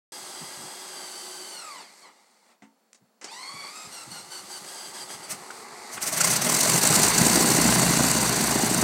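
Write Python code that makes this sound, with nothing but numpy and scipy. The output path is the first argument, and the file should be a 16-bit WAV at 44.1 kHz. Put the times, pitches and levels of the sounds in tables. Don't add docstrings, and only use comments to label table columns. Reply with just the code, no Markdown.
import sys
import numpy as np
from scipy import signal
from scipy.fft import rfft, irfft, next_fast_len
from scipy.io import wavfile

SR = 44100
rng = np.random.default_rng(int(sys.argv[2]) if len(sys.argv) > 2 else 0)


def store_pcm(level_fs):
    pcm = np.round(np.clip(level_fs, -1, 1) * 32767).astype(np.int16)
    wavfile.write(sys.argv[1], SR, np.atleast_2d(pcm).T)


N = 389403
TIME = np.arange(N) / SR
CYLINDERS, BLADES = 9, 2
CATCH_S, RUN_S = 6.01, 6.81

# time in seconds, turns per second.
CRANK_SPEED = [(6.03, 5.15), (6.11, 3.66), (6.2, 6.34), (6.3, 7.65), (6.4, 7.76), (6.57, 10.11),
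               (6.68, 10.3), (6.81, 11.88), (7.0, 12.74), (7.2, 13.45), (7.4, 14.1), (7.7, 14.27),
               (8.0, 14.16), (8.3, 13.5), (8.55, 13.19), (8.83, 12.92)]
# time in seconds, boom, bark and hiss in dB.
EXHAUST_LEVELS = [(6.05, -39, -39, -28), (6.3, -33, -28, -41), (6.45, -30, -30.5, -24.5),
                  (6.75, -28.5, -25.5, -21.5), (6.99, -26, -26, -22.5), (7.11, -27.5, -26.5, -23),
                  (7.35, -23.5, -26, -23), (7.55, -22.5, -27.5, -23.5), (7.75, -22, -26.5, -24.5),
                  (8.35, -25.5, -29, -27.5), (8.8, -26, -30, -28)]
# peak time in seconds, hiss in dB, bark in dB, half length in seconds.
HARD_SPITS = [(5.315, -25, -33.5, 0.012), (5.944, -30.5, -39, 0.014), (5.979, -38, -26.5, 0.0031),
              (6.212, -14.5, -22, 0.0068), (6.248, -11.5, -25.5, 0.0071), (6.31, -15, -34, 0.011),
              (6.365, -14, -29, 0.0067), (6.47, -19, -21.5, 0.006), (6.498, -13, -24.5, 0.0048),
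              (6.547, -14, -23, 0.0051), (6.61, -10, -31, 0.0039), (6.699, -12.5, -20.5, 0.0031),
              (6.852, -19, -24, 0.0024), (6.874, -9, -31, 0.0022), (6.939, -24, -30, .003),
              (6.962, -10, -35, 0.0027), (7.002, -26, -30, 0.004), (7.034, -13, -25, 0.0022),
              (7.038, -24, -14.5, 0.0027), (7.067, -15, -34, 0.0023), (7.143, -21, -32, .003),
              (7.164, -26, -19, 0.001), (7.183, -15, -22, .0035), (7.218, -16, -15.5, 0.0022),
              (7.234, -17, -28, 0.0043), (7.254, -18, -23, 0.0033), (7.267, -13, -25, 0.0038),
              (7.359, -14, -14, 0.002), (7.409, -20, -30, 0.0026), (7.454, -21, -30, .003),
              (7.506, -16.5, -33, 0.0034), (7.518, -16, -22, 0.0048), (7.55, -18, -35, 0.0027),
              (7.617, -17, -29, 0.0042), (7.648, -20, -23, 0.0035), (7.729, -18.5, -26, .003),
              (7.752, -17, -35, 0.0033), (8.036, -19.5, -30, 0.0026), (8.085, -16, -32, 0.0038),
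              (8.115, -12.5, -37, 0.0016), (8.218, -17, -37, 0.0025), (8.296, -15.5, -37, 0.0026),
              (8.413, -18, -25, 0.0034), (8.516, -16.5, -38, 0.0025), (8.647, -19, -39, .003)]
# time in seconds, dip in dB.
MISFIRE_DIPS = [(6.111, -6), (6.404, -1), (6.805, -4.5)]
# frequency in Hz, level in dB.
BOOM_SPECTRUM = [(64, -24), (108, -40), (122, -4.5), (167, 2.5), (204, -2.5), (232, 1), (280, -8),
                 (387, -6.5), (430, -11.5), (465, -13), (520, -24), (680, -12), (1140, -120)]
BARK_SPECTRUM = [(250, -34.5), (420, -6), (476, -7), (629, -5.5), (753, -3), (1000, -3), (1200, -8),
                 (1550, -5.5), (1820, -8), (2010, -6), (2450, -11), (2820, -8.5), (3170, -15),
                 (3600, -12.5), (4680, -5), (7920, -120)]
GEAR_SPECTRUM = [(94, -41), (160, -7), (325, -4), (372, 0.5), (440, -6.5), (545, -3.5), (650, -6.5),
                 (865, -2.5), (1010, -6.5), (1150, -4), (1820, -9), (2040, -2.5), (2470, -12),
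                 (2990, -10.5), (3400, -18), (4420, -29), (7480, -120)]


def engine():
    boom_db, bark_db, hiss_db = in_time(EXHAUST_LEVELS)
    fired, passed = crank_counts()
    firings = beats(fired + 0.16 * drift(25), uneven_db=2.7)
    running = ramp(RUN_S, 0.0047)
    flow = running * puffs(firings, width_s=0.0044, steady=0.42) + (1 - running) * from_db(-5.5)
    hiss = jet() * flow
    chop = puffs(beats(passed) + 0.51 * firings, width_s=0.0034, steady=4.1)
    bark = from_db(-1.5 + 2 * running) * colour(noise(), BARK_SPECTRUM) * chop
    boom = from_db(0.1) * colour(noise(), BOOM_SPECTRUM) * chop
    hum = from_db(-17) * np.cos(2 * np.pi * fired) + from_db(-11.5) * np.sin(4 * np.pi * fired)
    hum *= ramp(6.5, 0.57) * from_db(0.79 * drift(23))
    rumble = from_db(-24) * colour(noise(), [(25, -29), (45, -2), (62, 11), (100, -4)])
    lows = from_db(boom_db) * (boom + hum + rumble)
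    return ramp(CATCH_S, 0.12) * (lows + from_db(bark_db) * bark + from_db(hiss_db) * hiss)


def crank_counts():
    turns = np.cumsum(in_time(CRANK_SPEED)[0]) / SR
    turns -= turns[round(RUN_S * SR)]
    return turns * CYLINDERS / 2 - 0.41, turns * BLADES - 0.71


def jet():
    # frequency in Hz, level in dB.
    hiss_spectrum = [(1760, -28.5), (3000, -15), (3200, -23.5), (3590, -12), (4470, -5), (5120, -5),
                     (6040, 0), (6760, -1.5), (8440, 2), (10200, -8), (11300, -6.5), (12700, -12),
                     (15100, -11.5), (16200, -25), (16500, -34)]
    # frequency in Hz, width in Hz, lift in dB.
    stack_modes = [(4380, 83, -32), (6050, 220, -14), (8500, 85, -20), (9280, 63, -5)]
    # frequency in Hz, width in Hz.
    shifting_modes = [(4550, 600), (6200, 730), (7300, 1400), (8500, 160), (11300, 1000)]
    sizzle = with_modes(colour(grains(per_s=24000, spread_db=3.5), hiss_spectrum), stack_modes)
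    shifting = sum(0.44 * drift(55) * resonate(sizzle, hz, width) for hz, width in shifting_modes)
    return rms_one(sizzle + shifting)


def spits():
    # frequency in Hz, level in dB.
    pop_spectrum = [(88, -7), (150, -7), (226, -10), (335, -8), (382, -2), (436, -17), (615, 4.5),
                    (901, -14), (1030, -7), (1160, -0.5), (1370, -1), (1790, -2.5), (2070, -1),
                    (3500, -8.5), (4550, -50), (7700, -120)]
    thud_spectrum = [(105, -15), (130, 12), (160, -3), (260, -4), (330, -11)]
    hiss, bark = np.zeros((2, N))
    for s, hiss_db, bark_db, half_s in HARD_SPITS + first_firings():
        near = slice(round((s - 0.07) * SR), round((s + 0.07) * SR))
        age = (TIME[near] - s) / half_s
        swell = 1 / np.cosh(age * np.where(age < 0, 0.82, 0.7))
        hiss[near] = np.hypot(hiss[near], from_db(hiss_db) * swell ** 1.89)
        bark[near] = np.hypot(bark[near], from_db(bark_db) * swell)
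    cold = from_db(-4.5) * colour(grains(per_s=2500, spread_db=-1), pop_spectrum)
    cold += from_db(-9) * ramp(CATCH_S, 0.72) * colour(noise(), thud_spectrum)
    warm = from_db(-10) * colour(noise(), BARK_SPECTRUM) + from_db(-1) * colour(noise(), BOOM_SPECTRUM)
    return from_db(-4) * hiss * jet() + bark * crossfade(cold, warm, ramp(6.33, 0.62))


def first_firings():
    at = np.flatnonzero(np.diff(np.floor(crank_counts()[0])) > 0)
    at = at[(TIME[at] > CATCH_S) & (TIME[at] < RUN_S)]
    period_s = 2 / (CYLINDERS * in_time(CRANK_SPEED)[0][at])
    weak = 1 - ramp(CATCH_S + 0.087, 0.07)[at]
    scatter_db = rng.standard_normal((len(at), 2))
    hiss_db = -17 - 3 * weak + scatter_db[:, 0]
    bark_db = -26.5 - 3.5 * weak + scatter_db[:, 1]
    rows = np.transpose([TIME[at], hiss_db, bark_db, 0.24 * period_s])
    taken_s = [row[0] for row in MISFIRE_DIPS + HARD_SPITS]
    return [row for row in rows if all(abs(row[0] - s) > 0.013 for s in taken_s)]


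def misfire_gain(half_s=0.013):
    return from_db(sum(db * bell(s, half_s) for s, db in MISFIRE_DIPS))


def coughs(rise_s=0.0035):
    # start in seconds, frequency in Hz, peak in dB.
    stack_rings = [(6.126, 655, -27.5), (6.174, 1100, -33), (6.206, 1378, -21), (6.208, 1600, -32),
                   (6.243, 1068, -21.5), (6.245, 2120, -23), (6.302, 2080, -28), (6.36, 1390, -28),
                   (6.467, 770, -34), (6.495, 1054, -23), (6.521, 654, -27), (6.695, 1070, -28)]
    # peak time in seconds, level in dB, half length in seconds.
    rich_coughs = [(6.043, -41, .007), (6.087, -37, .008), (6.178, -35, 0.015), (6.313, -26.5, 0.019),
                   (6.563, -29, 0.025), (6.639, -21, 0.0084), (6.744, -20, 0.013), (6.908, -18, 0.0063),
                   (6.98, -20, 0.026), (7.062, -18, 0.0058), (7.222, -19.5, 0.018)]
    rings, wobble_rad = np.zeros(N), 0.42 * drift(120)
    for s, hz, db in stack_rings:
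        near = slice(round(s * SR), round((s + 0.1) * SR))
        age_s = TIME[near] - s
        envelope = from_db(db) * age_s / rise_s * np.exp(1 - age_s / rise_s)
        rings[near] += envelope * np.sin(2 * np.pi * hz * age_s + wobble_rad[near])
    swell = sum(from_db(db) * bell(s, np.sqrt(2) * half_s) for s, db, half_s in rich_coughs)
    return rings + swell * colour(noise(), BOOM_SPECTRUM)


def pipe_barks(width_hz=75):
    # frequency in Hz, level in dB.
    pipe_modes = [(400, -1.5), (500, -5), (630, 0.5), (770, -1), (1020, -2), (1210, -5), (1480, -5),
                  (2060, -4.5)]
    count = crank_counts()[0] + 0.15 * drift(25)
    rings = sum((-1) ** k * from_db(db) * resonate(beats(count, uneven_db=6.5), hz, width_hz)
                for k, (hz, db) in enumerate(pipe_modes))
    _, bark_db, _ = in_time(EXHAUST_LEVELS)
    return ramp(6.13, 0.5) * from_db(bark_db - 6) * rings / np.std(rings[TIME > RUN_S])


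def propeller():
    # time in seconds, slap, crack and swish in dB.
    chop_levels = [(6.05, -51, -54, -46), (6.8, -32, -40, -22.5), (7.2, -22, -23, -30.5),
                   (7.38, -15, -24, -25), (7.58, -23, -18, -33), (7.74, -22.5, -12, -27),
                   (8.02, -21, -21.5, -28.5), (8.2, -22, -29, -27), (8.42, -25, -23, -28.5),
                   (8.83, -16.5, -24, -25)]
    # time in seconds, peak in dB.
    hard_slaps = [(7.265, -12), (7.373, -10.5), (7.407, -10.5), (7.445, -13), (7.515, -15.5),
                  (7.586, -11.5), (7.619, -15), (7.653, -13), (7.907, -14.5), (8.005, -12), (8.153, -16),
                  (8.187, -20), (8.224, -18.5), (8.557, -15), (8.671, -19), (8.787, -18)]
    # frequency in Hz, level in dB.
    slap_spectrum = [(120, -8), (175, -3), (235, 8), (340, 3.5), (410, 0), (490, -15), (630, -8),
                     (1000, -11), (1500, -18)]
    crack_spectrum = [(500, -9.5), (750, 2), (1050, 2), (1600, -3.5), (2400, -12.5), (4500, -17)]
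    slap_db, crack_db, swish_db = in_time(chop_levels)
    _, passed = crank_counts()
    slaps = from_db(slap_db) * beats(passed + 0.06 + 0.025 * drift(11), uneven_db=3.5)
    for s, db in hard_slaps:
        slaps[np.abs(TIME - s) < 0.015] = 0
        slaps[round(s * SR)] = from_db(db)
    crack = pulses(from_db(crack_db) * beats(passed + 0.04, uneven_db=1), crack_spectrum)
    swish = from_db(swish_db) * rounded(beats(passed + 0.24, uneven_db=0.2), width_s=0.0085) * jet()
    return ramp(CATCH_S, 0.099) * (pulses(slaps, slap_spectrum) + crack + swish)


def valves(width_hz=460):
    # frequency in Hz, level in dB.
    valve_modes = [(2050, 3), (4550, -2.5), (6150, -7), (7300, 2), (8300, -15), (11300, -12)]
    count = 2 * crank_counts()[0] + 0.2 * drift(40)
    ticks = sum(from_db(db) * resonate(beats(count, uneven_db=1), hz, width_hz) for hz, db in valve_modes)
    _, _, hiss_db = in_time(EXHAUST_LEVELS)
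    return ramp(6.0, 0.68) * from_db(hiss_db - 12) * ticks / np.std(ticks[TIME > RUN_S])


def starter_state():
    # time in seconds, gear pitch in Hz, whine, body and rasp in dB.
    first_try = [(.12, 1650, -40.5, -46, -43), (.28, 1642, -44.5, -45.5, -42.5),
                 (.37, 1596, -42, -44.5, -42.5), (.56, 1628, -44, -44.5, -42.5),
                 (.65, 1647, -41.5, -45, -43), (.86, 1638, -43, -45.5, -43), (1.0, 1564, -42, -44, -43),
                 (1.2, 1541, -44.5, -46, -42), (1.42, 1545, -44.5, -46.5, -43),
                 (1.53, 1505, -44, -45.5, -43), (1.585, 1422, -40, -47.5, -44.5),
                 (1.65, 1290, -44.5, -48, -45.5), (1.7, 1186, -48.5, -48, -41.5),
                 (1.81, 900, -45.5, -47, -46), (1.89, 729, -63, -56, -51), (2.01, 994, -78, -59, -50),
                 (2.08, 970, -73, -51, -59), (2.14, 977, -70, -62, -59), (2.41, 745, -87, -67, -63),
                 (2.52, 640, -70, -61.5, -60.5), (2.59, 567, -80, -71, -84)]
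    second_try = [(3.2, 350, -77, -55, -55), (3.27, 698, -54, -52, -64), (3.319, 889, -46, -54, -44),
                  (3.44, 1081, -43.5, -49.5, -44), (3.56, 1128, -45.5, -48.5, -44.5),
                  (3.68, 1131, -46.5, -45.5, -42), (3.745, 1237, -51, -51, -44),
                  (3.79, 1273, -60, -49.5, -45), (4.27, 1470, -57, -50, -48),
                  (4.66, 1580, -68, -47.5, -44.5), (5.3, 1560, -68, -45, -47.5),
                  (5.498, 1605, -58, -44, -48), (5.88, 1930, -68, -43.5, -40.5),
                  (6.1, 1685, -85, -37.5, -41)]
    # start and length in seconds, gear pitch in Hz, share of pitch lost, whine in dB.
    pushes = [(2.017, .075, 1136, 0.17, -58.5), (3.748, 0.13, 1270, 0.021, -48),
              (3.919, 0.13, 1451, 0.095, -47), (4.109, 0.11, 1483, 0.078, -46),
              (4.311, 0.097, 1535, 0.055, -44.5), (4.494, 0.096, 1595, 0.059, -45),
              (4.668, .24, 1640, .05, -45.5), (4.941, 0.1, 1680, 0.078, -43),
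              (5.094, 0.067, 1630, 0.0076, -42), (5.226, 0.036, 1560, 0.016, -49.5)]
    pitch_hz, *levels_db = in_time(first_try + second_try)
    load = 0
    for s, length_s, hz, sag, db in pushes:
        progress = ramp(s, length_s)
        gate = held(s, s + length_s, edge_s=0.023)
        pitch_hz += gate * (hz * (1 - sag * progress) - pitch_hz)
        load += gate * from_db(db + 5 - 2.5 * progress)
    gains = [np.hypot(from_db(db), load * share) for db, share in zip(levels_db, from_db([0, -7.5, -4]))]
    return pitch_hz, *gains


def starter_whine(second_ratio=1.055, second_db=-13, rough=0.41, skirt=0.54):
    # multiple of the gear pitch, level in dB.
    harmonics = [(1, -4), (2, -5), (3, -5), (4, -2), (5, -7), (6, -2), (7, -14), (8, -7), (10, -10)]
    # frequency in Hz, gain in dB.
    case_response = [(400, 2), (900, 7), (1270, 3), (1620, -11.5), (2000, 1.5), (2280, 7), (2650, -3),
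                     (3050, -1), (3260, -5), (3450, 0), (3900, -4), (4200, 3.5), (4650, 6.5), (5200, -5.5),
                     (5700, -2.5), (6300, -9), (6850, -13), (7700, 3.5), (8400, 0), (9200, -1.5),
                     (9900, -16), (11400, -6), (13000, -23), (15000, -29)]
    pitch_hz, gain, _, _ = starter_state()
    stall = bell(1.696, 0.056)
    groan_db = 0.5 + 5.5 * (pitch_hz - 1300) / 1000 + 10 * stall
    waver = 0.003 * drift(12) + 0.00497 * drift(50) + 0.00747 * drift(300)
    phase = 2 * np.pi * np.cumsum(pitch_hz * (1 + waver)) / SR
    out = 0
    for k, db in harmonics:
        backlash = 1 - 0.87 * stall * (k == 1)
        shake = 0.6 + backlash * (rough * complex_drift(50) + skirt * complex_drift(190))
        shake /= np.hypot(0.6, backlash * np.hypot(rough, skirt) * 1.15)
        level_db = db + (groan_db if k == 1 else -0.42 * groan_db)
        first = from_db(level_db + at_hz(case_response, k * pitch_hz))
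        out += first * np.real(shake * np.exp(1j * k * phase))
        if k in (1, 2, 4, 5):
            second = from_db(level_db + second_db + at_hz(case_response, k * second_ratio * pitch_hz))
            out += second * backlash * shake.real * np.cos(k * second_ratio * phase)
    turning = 1 - ramp(2.5, 0.09) + ramp(3.21, 0.033)
    return turning * gain * out


def starter_grind(bite_hz=1180, bite_range_hz=380, drone_hz=369):
    # frequency in Hz, width in Hz, lift in dB.
    cowling_modes = [(797, 440, 1.5), (1214, 100, -5), (1970, 83, -9), (3440, 71, 11)]
    # frequency in Hz, level in dB.
    clatter_spectrum = [(94, -38), (160, -23), (246, -5.5), (301, -13), (379, -6), (464, -2), (494, -9),
                        (636, -11), (686, -3.5), (884, 0), (966, -6), (1080, -1.5), (1580, -13),
                        (2040, -8.5), (3300, -29), (4290, -35), (7260, -120)]
    hard_spectrum = [(1650, -34.5), (2800, -4.5), (3170, -10), (3720, -4.5), (4670, 2), (5320, -4),
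                     (6340, -1), (7070, -4), (8000, 2), (10100, -7), (11400, -8), (15200, -23),
                     (16000, -16)]
    soft_spectrum = [(1600, -12), (2100, 3), (2500, -8), (3100, -13), (3800, -4), (4500, 2.5), (5200, -3),
                     (6400, -3.5), (8100, -1), (9100, -4), (10300, -12), (11500, -11), (15000, -26)]
    # time in seconds, level in dB.
    drone_levels = [(.12, -45), (.6, -47), (1.0, -46), (1.45, -40.5), (1.65, -86), (3.7, -100),
                    (4.3, -50.5), (5.9, -49), (6.1, -80)]
    pitch_hz, _, body_gain, rasp_gain = starter_state()
    loaded = with_modes(colour(grains(per_s=5000, spread_db=2), GEAR_SPECTRUM), cowling_modes)
    free = colour(grains(per_s=1800, spread_db=1.5), clatter_spectrum)
    body = from_db(-0.35) * highpass(crossfade(loaded, free, ramp(5.3, 0.1)), hz=150, order=12)
    hard = colour(grains(per_s=16000, spread_db=2.5), hard_spectrum)
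    soft = from_db(-4) * colour(grains(per_s=16000, spread_db=4), soft_spectrum)
    bite = np.clip((pitch_hz - bite_hz) / bite_range_hz, 0, 1) * (1 - ramp(5.6, 0.055))
    rasp = from_db(0.47) * crossfade(soft, hard, bite)
    drone = np.real((0.51 + 0.17 * complex_drift(40)) * np.exp(2j * np.pi * drone_hz * TIME))
    turning = (1 - ramp(2.53, 0.063) + ramp(3.235, 0.017)) * (1 - ramp(5.91, 0.44))
    return turning * (from_db(in_time(drone_levels)[0]) * drone + body_gain * body + rasp_gain * rasp)


def drive_knocks():
    # start in seconds, level in dB, decay in seconds, brightness from 0 to 1.
    clanks = [(2.621, -49, 0.026, 0.31), (2.931, -42, 0.0022, 0.98), (2.946, -51, 0.013, 0.93),
              (3.213, -43.5, 0.13, 0.62), (3.243, -32.5, 0.0097, 0.8), (4.645, -37, 0.0083, 0.47),
              (5.102, -34.5, 0.01, 0.3), (5.508, -32.5, 0.0052, 0.5)]
    # frequency in Hz, level in dB.
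    clank_spectrum = [(1700, 2), (3200, -6), (4500, 1), (6300, 5), (8500, 1.5), (10500, -14), (14000, -31)]
    # frequency in Hz, level in dB, t60 in seconds before the cap.
    linkage_modes = [(1380, -10, 0.043), (1460, 0, 0.024), (2100, -21, 0.041)]
    crank_modes = [(218.5, -2.5, 0.41), (275, -5.5, 0.43), (728, -1, 0.06), (900, -12, 0.34),
                   (1220, -23, 0.31)]
    dull, bright = colour(noise(), GEAR_SPECTRUM), colour(noise(), clank_spectrum)
    out = sum(from_db(db) * struck(s, decay_s) * (np.sqrt(1 - share) * dull + share * bright)
              for s, db, decay_s, share in clanks)
    out += ring(2.622, crank_modes, level_db=-46, max_t60_s=0.34)
    out += ring(5.505, linkage_modes, level_db=-27.5, max_t60_s=0.2)
    return highpass(out, hz=170, order=4)


def echoes(x):
    # delay in seconds, gain.
    reflections = [(.0061, 0.042), (0.0098, 0.17), (0.0169, .09), (.029, 0.18)]
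    return x + sum(gain * np.pad(x, (round(delay_s * SR), 0))[:N] for delay_s, gain in reflections)


def thumps(rise_s=0.013):
    # start in seconds, level in dB.
    bumps = [(0.41, -35), (.57, -37.5), (0.633, -40), (2.625, -54), (3.01, -56), (3.534, -43), (3.625, -54),
             (3.842, -49), (3.93, -57), (4.065, -42), (4.105, -41), (4.149, -51), (4.273, -48), (4.43, -48),
             (4.609, -49), (4.885, -56), (5.0, -55), (5.18, -58), (5.322, -37), (5.4, -47)]
    swell = 0
    for s, db in bumps:
        age = np.clip((TIME - s) / rise_s, 0, 20)
        swell += from_db(db - 8) * age * np.exp(1 - age)
    return swell * colour(noise(), [(70, -21), (130, 3), (190, 6.5), (290, -2.5), (400, -8.5)])


def wind():
    # start and end in seconds, level in dB.
    gusts = [(.12, .69, -72), (3.52, 3.654, -70), (3.802, 4.679, -67.5), (4.849, 5.45, -64.5),
             (5.497, 6.1, -70.5)]
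    gain = sum(from_db(db) * held(start_s, end_s, edge_s=0.053) for start_s, end_s, db in gusts)
    return gain * from_db(-7 * drift(28)) * colour(noise(), [(35, -28), (70, -9), (130, 4), (240, -2)])


def airfield():
    # frequency in Hz, level in dB.
    hush_spectrum = [(76, -62), (130, -34), (219, -6), (248, -9), (285, -18), (472, -13), (706, -13.5),
                     (3260, -29), (4500, -26.5), (12100, -32), (14500, -38), (16000, -26)]
    faint_tones = [(4409, -86), (7483, -88)]
    tones = sum(np.sqrt(2) * from_db(db) * np.sin(2 * np.pi * hz * TIME) for hz, db in faint_tones)
    return from_db(-69) * colour(noise(), hush_spectrum) + tones


def from_db(db):
    return 10 ** (np.asarray(db) / 20)


def rms_one(x):
    return x / np.sqrt(np.mean(x ** 2) + 1e-20)


def in_time(rows):
    s, *columns = np.transpose(rows)
    return [np.interp(TIME, s, column) for column in columns]


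def at_hz(spectrum, hz):
    knots_hz, db = np.transpose(spectrum)
    return np.interp(np.log(hz), np.log(knots_hz), db)


def noise():
    return rng.standard_normal(N)


def drift(rate_hz):
    knots = rng.standard_normal(N // 16)
    return np.interp(TIME * rate_hz * 2, np.arange(len(knots)), knots)


def complex_drift(rate_hz):
    return drift(rate_hz) + 1j * drift(rate_hz)


def ramp(start_s, length_s):
    return np.clip((TIME - start_s) / length_s, 0, 1)


def held(start_s, end_s, edge_s):
    return ramp(start_s - edge_s / 2, edge_s) - ramp(end_s - edge_s / 2, edge_s)


def bell(peak_s, half_s):
    return np.exp(-np.minimum(((TIME - peak_s) / half_s) ** 2, 20))


def struck(start_s, decay_s):
    return (TIME >= start_s) * np.exp(-np.clip((TIME - start_s) / decay_s, 0, 20))


def crossfade(a, b, share):
    return np.sqrt(1 - share) * a + np.sqrt(share) * b


def highpass(x, hz, order):
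    return signal.sosfilt(signal.butter(order, hz, "high", fs=SR, output="sos"), x)


def colour(x, spectrum):
    size = 2 * next_fast_len(N // 2 + SR // 4)
    hz = np.maximum(np.arange(size // 2 + 1) * SR / size, 1)
    octaves_outside = np.abs(np.log2(hz / np.clip(hz, spectrum[0][0], spectrum[-1][0])))
    cepstrum = irfft(np.log(from_db(at_hz(spectrum, hz) - 36 * np.minimum(octaves_outside, 2))))
    response = np.exp(2 * rfft(cepstrum[:size // 2], size))
    return rms_one(irfft(rfft(x, size) * response)[:N])


def resonate(x, hz, width_hz):
    r = np.exp(-np.pi * width_hz / SR)
    feedback = [1, -2 * r * np.cos(2 * np.pi * hz / SR), r * r]
    return signal.lfilter(np.array([1, 0, -1]) * (1 - r * r) / 2, feedback, x + 1e-18)


def with_modes(x, modes):
    return rms_one(x + sum(from_db(db) * resonate(x, hz, width_hz) for hz, width_hz, db in modes))


def ring(start_s, modes, level_db, max_t60_s):
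    return sum(from_db(level_db + db) * struck(start_s, min(t60_s, max_t60_s) / np.log(1000))
               * np.sin(2 * np.pi * hz * (TIME - start_s)) for hz, db, t60_s in modes)


def grains(per_s, spread_db):
    clicks = (rng.random(N) < per_s / SR) * rng.choice([-1, 1], N)
    return clicks * from_db(spread_db * np.minimum(rng.exponential(1, N), 4))


def beats(count, uneven_db=0):
    clicks = np.diff(np.floor(count), prepend=np.floor(count[0])) > 0
    return clicks * from_db(uneven_db * np.clip(noise(), -2, 2))


def rounded(clicks, width_s):
    lag_s = np.arange(-SR // 40, SR // 40 + 1) / SR
    return signal.fftconvolve(clicks, np.exp(-0.5 * (lag_s / width_s) ** 2), "same")


def puffs(clicks, width_s, steady):
    flow = steady + rounded(clicks, width_s)
    return flow / np.sqrt(np.mean(flow[TIME > RUN_S] ** 2))


def pulses(clicks, spectrum):
    pulse = colour(signal.unit_impulse(N), spectrum)[:SR // 20]
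    return signal.fftconvolve(clicks, pulse / np.abs(pulse).max())[:N]


def scene():
    starter = starter_whine() + starter_grind() + drive_knocks()
    firing = engine() + pipe_barks() + propeller() + valves() + spits() + coughs()
    aircraft = from_db(-0.99) * echoes(starter + misfire_gain() * firing)
    return (ramp(0.12, 0.0016) * (aircraft + thumps() + wind() + airfield()))[None]


def record(dry):
    return signal.sosfilt(signal.ellip(10, 0.1, 80, 15850, fs=SR, output="sos"), dry)


dry = scene()
out = record(dry)
store_pcm(out)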